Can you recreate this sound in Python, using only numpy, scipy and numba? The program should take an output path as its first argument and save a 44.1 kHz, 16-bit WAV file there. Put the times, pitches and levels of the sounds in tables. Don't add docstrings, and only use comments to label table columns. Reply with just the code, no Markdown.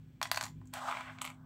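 import sys
import numpy as np
from scipy import signal
from scipy.fft import rfft, irfft
from scipy.io import wavfile
from scipy.ndimage import uniform_filter1d
from numba import njit

SR = 44100
rng = np.random.default_rng(int(sys.argv[2]) if len(sys.argv) > 2 else 0)


def put_to_file(sound):
    columns = np.atleast_2d(sound).T
    safe = np.clip(columns, -1, 1)
    whole_steps = np.round(safe * 32767)
    wavfile.write(sys.argv[1], SR, whole_steps.astype(np.int16))


N = 63945

# (frequency [Hz], level before swell [dB], waver [0-1])
HUM_TONES = [(61.4, -67, 1), (105.3, -58, 0.97), (117.6, -64, 0.8), (154.8, -59.5, 0.8)]
# (time [s], gain [dB])
SWELL_GAIN = [(0, -4), (.4, -2), (.57, 4.5), (.8, -7), (1.15, -5), (1.35, -4)]
# (time [s], level [dB])
DRONE_LEVEL = [(0, -65), (.65, -59), (1.45, -59)]
# (frequency [Hz], gain [dB])
AIR_COLOUR = [(15, -33.5), (25, -16), (130, -0.5), (185, -7), (217, -8.5), (335, -18.5), (416, -28.5),
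              (1560, -52.5), (3620, -52), (9570, -62), (16000, -46)]
# (frequency [Hz], resonance height [dB], t60 [s])
BOARD_TAB_MODES = [(638, -4.5, 0.031), (843, 5, .04), (995, 7.5, 0.059), (1220, -14, 0.09),
                   (1504, -4, 0.14), (1633, -1, 0.037), (1997, -4, .12), (2500, -17.5, 0.086),
                   (3490, -8, 0.019), (4350, -5, 0.011), (4610, -10, 0.068), (5700, -6.5, 0.024),
                   (6730, -4.5, .13), (7770, -8, 0.015)]
# (time [s], body level [dB], rasp level [dB], hiss level [dB])
SLIDE_LEVELS = [(0.724, -85, -82, -84.5), (0.737, -47, -52, -55), (.775, -43.5, -53, -54),
                (.803, -49, -57, -60), (0.816, -43, -61, -55.5), (.833, -44, -59, -57),
                (0.862, -43.5, -57, -56.5), (0.885, -36, -48, -51.5), (.93, -45, -51, -58),
                (.985, -48.5, -50.5, -59.5), (1.045, -58, -55.5, -66.5), (1.097, -49, -52.5, -70),
                (1.135, -63.5, -63.5, -69.5), (1.2, -58.5, -70, -79), (1.26, -55.5, -77, -53.5),
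                (1.325, -61, -101, -81), (1.361, -69.5, -93, -85.5), (1.45, -69.5, -85, -86.5)]
# (frequency [Hz], gain [dB])
FRICTION_COLOUR = [(200, -45.5), (500, -13), (650, -1), (1250, 2), (1800, -9), (2250, -3.5), (2800, -11.5),
                   (3450, -14), (4900, -20.5), (6250, -20), (6900, -21.5), (7950, -17), (9400, -30),
                   (16000, -32.5)]
# (time [s], lower [Hz], upper [Hz])
GLIDE_PATH = [(.785, 795, 1520), (.815, 774, 1158), (.89, 858, 1200), (.97, 1006, 1304), (1.09, 1104, 1520)]
# (frequency [Hz], gain [dB])
RIM_COLOUR = [(100, -22.5), (510, -19.5), (650, -5), (1130, -2), (1370, -3.5), (1900, -1), (3100, -7),
              (4500, -3.5), (5150, -10), (8600, -11.5), (9800, -18.5), (11900, -14), (16000, -25)]
# (frequency [Hz], gain [dB])
INNER_COLOUR = [(100, -19.5), (500, -14.5), (850, -3), (1280, 6), (1550, -11), (2250, 0.5), (3100, -7.5),
                (5200, -19.5), (7900, -6), (9500, -19.5), (12000, -21.5), (16000, -38)]
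# (time [s], 4 gains at CONTACT_HZ [dB], favoured resonance [Hz])
CLINK_HITS = [(.9118, -15, -16.5, -33, -19, 1200), (.9243, -12.5, -18.5, -49, -50, 1280),
              (.9492, -21.5, -29, -45, -41, 2130), (.9690, -16, -18, -37, -31, 2250),
              (1.0078, -17.5, -21, -29.5, -28, 1280), (1.1856, -34, -21.5, -31, -61, 2190),
              (1.2133, -40, -8.5, -56, -27.5, 3050), (1.2162, -17, -15.5, -9, -4.5, 1234),
              (1.2225, -28, -17, -23, -13, 8200), (1.2438, -23, -16.5, -29, -17, 3100),
              (1.2503, -18, -19, -21.5, -5.5, 2170), (1.2622, -29, -17, -27, -22, 3150),
              (1.2748, -24, -15.5, -25, -27, 2170), (1.301, -28, -26, -28.5, -22, 2280)]
# (time [s], 4 gains at CONTACT_HZ [dB], 2 favoured resonances [Hz])
BOUNCE_HITS = [(.2146, -7, -16, -20, -18, 1086, 2420), (.2279, -10.5, -11, -6.5, -9.5, 3410, 5470),
               (.2541, -14.5, -20.5, -34, -43, 690, 1970), (.3144, -4, -5, -7.5, 0, 730, 4540),
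               (.3446, -16.5, -18, -16, -22, 1550, 5950), (.3593, -24, -21, -14, -20, 1690, 6100),
               (.3715, -14.5, -18, -24, -13.5, 1600, 4570), (.3736, -7.5, -13.5, -10, -13.5, 1620, 2520),
               (.4102, -11.5, -13, -8.5, -17, 810, 1560), (.4266, -15, -25, -16, -14.5, 1180, 4360),
               (.4371, -19, -17, -11.5, -18.5, 775, 7000), (.4423, -20, -23, -19.5, -25, 1200, 5600),
               (.4533, -20.5, -30.5, -21, -21, 1010, 7340), (.4635, -25, -28.5, -30, -23, 760, 2010),
               (.6140, -34, -57, -57, -55, 1010, 1770), (.6555, -50, -62, -40.5, -47, 1050, 7640),
               (.6715, -66, -54, -34.5, -46, 6500, 7660), (.7370, -22, -22, -18, -13, 3350, 8900)]

DRONE_HZ, DRONE_WAVER, WAVER_PER_S = 256, 0.16, 8.49
AIR_DB, RUMBLE_HZ = -56.5, (52, 446)
ROOM_DB, ROOM_T60_S, TREBLE_T60_S, ROOM_SPLIT_HZ, ROOM_ONSET_S = -7.5, 0.14, 0.095, 8400, 0.0064
SCATTER_DB, SCATTER_T60_S, DIFFUSION_HZ = -11.5, 0.014, 24
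GRAINS_PER_S, GRAIN_SPREAD_DB = 12000, 1
SLIDE_RING_DB, SLIDE_SPLIT_HZ, GLIDE_WIDTH = -3, (1650, 3280), .1
CONTACT_HZ = (1050, 4000, 7000, 12500)
CRACK_S, CRACK_RISE_S, CRACK_WINDOW_S = 0.0012, 0.00036, 0.057
CHATTER_PER_DB, FIRM_DB = .012, -10
FAVOURED_DB, FAVOURED_WIDTH, MODE_SPREAD_DB = 4, .08, 1.5
TOP_HZ = 15700


def undb(db):
    return 10 ** (np.asarray(db) / 20)


def unit(x):
    return x / np.sqrt(np.mean(x ** 2))


def curve(times_s, values):
    return np.interp(np.arange(N) / SR, times_s, values)


def through(x, response):
    return signal.fftconvolve(x, response)[:len(x)]


def band(x, hz, kind):
    return signal.sosfilt(signal.butter(4, hz, kind, fs=SR, output="sos"), x)


def colour(points, size=2048):
    hz, db = np.array(points, float).T
    bin_hz = np.arange(size // 2 + 1) * SR / size
    gain = undb(np.interp(np.log(bin_hz + 1), np.log(hz), db))
    cepstrum = irfft(np.log(gain))
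    cepstrum[1:size // 2] *= 2
    cepstrum[size // 2 + 1:] = 0
    return irfft(np.exp(rfft(cepstrum)))


def fade(t60_s):
    return np.exp(-np.log(1000) * np.arange(N) / SR / t60_s)


def walk(rate_per_s):
    hold = int(SR / rate_per_s)
    steps = np.repeat(rng.standard_normal(N // hold + 1), hold)
    return unit(uniform_filter1d(uniform_filter1d(steps, hold), hold)[:N])


@njit
def resonance(x, hz, width):
    y = np.empty(len(x))
    band_state, low_state = 0., 0.
    for i in range(len(x)):
        g = np.tan(np.pi * hz[i] / SR)
        passed = (band_state + g * (x[i] - low_state)) / (1 + g * (g + width))
        band_state = 2 * passed - band_state
        low_state += 2 * g * passed
        y[i] = width * passed
    return y


def tone(hz, waver):
    drift = 1 + waver * (walk(WAVER_PER_S) + 1j * walk(WAVER_PER_S))
    carrier = np.exp(2j * np.pi * (hz * np.arange(N) / SR + rng.random()))
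    return unit((drift * carrier).real)


def background():
    hum = sum(undb(db) * tone(hz, waver) for hz, db, waver in HUM_TONES)
    drone = tone(DRONE_HZ, DRONE_WAVER) * undb(curve(*np.array(DRONE_LEVEL).T))
    air = undb(AIR_DB) * unit(through(rng.standard_normal(N), colour(AIR_COLOUR)))
    rumble = band(air, RUMBLE_HZ, "bandpass")
    hiss = band(air, RUMBLE_HZ[1], "high")
    swell = undb(curve(*np.array(SWELL_GAIN).T))
    return (hum + rumble) * swell + drone + hiss


def diffuse(response, broad_ratio=30):
    spectrum = rfft(response)
    power = np.abs(spectrum) ** 2
    bins = int(DIFFUSION_HZ * N / SR)
    broad = uniform_filter1d(power, bins * broad_ratio)
    narrow = uniform_filter1d(power, bins)
    return irfft(spectrum * np.sqrt(broad / narrow), N)[:N // 2]


def room(x):
    onset = 1 - np.exp(-(np.arange(N) / SR / ROOM_ONSET_S) ** 2)
    low, high, near = rng.standard_normal((3, N))
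    body = band(low, ROOM_SPLIT_HZ, "low") * fade(ROOM_T60_S)
    treble = undb(4.5) * band(high, ROOM_SPLIT_HZ, "high") * fade(TREBLE_T60_S)
    tail = onset * (body + treble)
    scatter = onset * near * fade(SCATTER_T60_S)
    response = undb(ROOM_DB) * tail / np.linalg.norm(tail)
    response += undb(SCATTER_DB) * scatter / np.linalg.norm(scatter)
    return x + through(x, diffuse(response))


def ring(force, drive_db, size=8192):
    t = np.arange(size) / SR
    hz, db, t60_s = np.array(BOARD_TAB_MODES).T[:, :, None]
    damping = np.log(1000) / t60_s
    modes = undb(db) * 2 * damping / SR * np.exp(-damping * t) * np.cos(2 * np.pi * hz * t)
    return force + through(force, undb(drive_db) @ modes)


def slide():
    trips = rng.random(N) < GRAINS_PER_S / SR
    strength = undb(GRAIN_SPREAD_DB * np.minimum(rng.exponential(size=N), 4))
    ticks = trips * strength * rng.choice([-1, 1], N)
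    friction = through(ticks, colour(FRICTION_COLOUR))
    times_s, *centres_hz = np.array(GLIDE_PATH).T
    glides = sum(resonance(friction, curve(times_s, hz), GLIDE_WIDTH) for hz in centres_hz)
    rub = ring(friction, np.full(len(BOARD_TAB_MODES), SLIDE_RING_DB)) + glides
    body = band(rub, SLIDE_SPLIT_HZ[0], "low")
    rasp = band(rub, SLIDE_SPLIT_HZ, "bandpass")
    hiss = band(rub, SLIDE_SPLIT_HZ[1], "high")
    times_s, *levels_db = np.array(SLIDE_LEVELS).T
    return sum(unit(part) * undb(curve(times_s, db)) for part, db in zip((body, rasp, hiss), levels_db))


def crack(decay_s, size=2048, passes=2):
    t = np.arange(size) / SR
    rise = 1 - np.exp(-t / CRACK_RISE_S)
    burst = rng.standard_normal(size) * rise * np.exp(-t / decay_s)
    for _ in range(passes):
        spectrum = rfft(burst)
        whitened = irfft(spectrum / (np.abs(spectrum) + 1e-9))
        burst = whitened * np.sqrt(rise) * np.exp(-(t / CRACK_WINDOW_S) ** 2)
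    return burst / np.linalg.norm(burst)


def contacts(hits, place_colour, ring_samples=8192):
    track = np.zeros(2 * N)
    for start_s, *row in hits:
        gains_db, favoured_hz = row[:len(CONTACT_HZ)], row[len(CONTACT_HZ):]
        weakness_db = max(FIRM_DB - max(gains_db), 0)
        decay_s = CRACK_S * (1.5 + CHATTER_PER_DB * weakness_db)
        hardness = colour(list(zip(CONTACT_HZ, gains_db)))
        force = through(np.pad(crack(decay_s), (0, ring_samples)), hardness)
        peaks = sum(resonance(force, np.full(len(force), float(hz)), FAVOURED_WIDTH)
                    for hz in favoured_hz)
        drive_db = MODE_SPREAD_DB * rng.standard_normal(len(BOARD_TAB_MODES))
        hit = ring(force, drive_db) + undb(FAVOURED_DB) * peaks
        start = int(start_s * SR)
        track[start:start + len(hit)] += hit
    board = colour(place_colour)
    return through(track[:N], board / np.linalg.norm(board))


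def scene():
    bounces = contacts(BOUNCE_HITS, RIM_COLOUR)
    clinks = contacts(CLINK_HITS, INNER_COLOUR)
    return (room(bounces + clinks + slide()) + background())[None]


def record(dry):
    return signal.sosfilt(signal.ellip(8, .2, 70, TOP_HZ, fs=SR, output="sos"), dry)


dry = scene()
out = record(dry)
put_to_file(out)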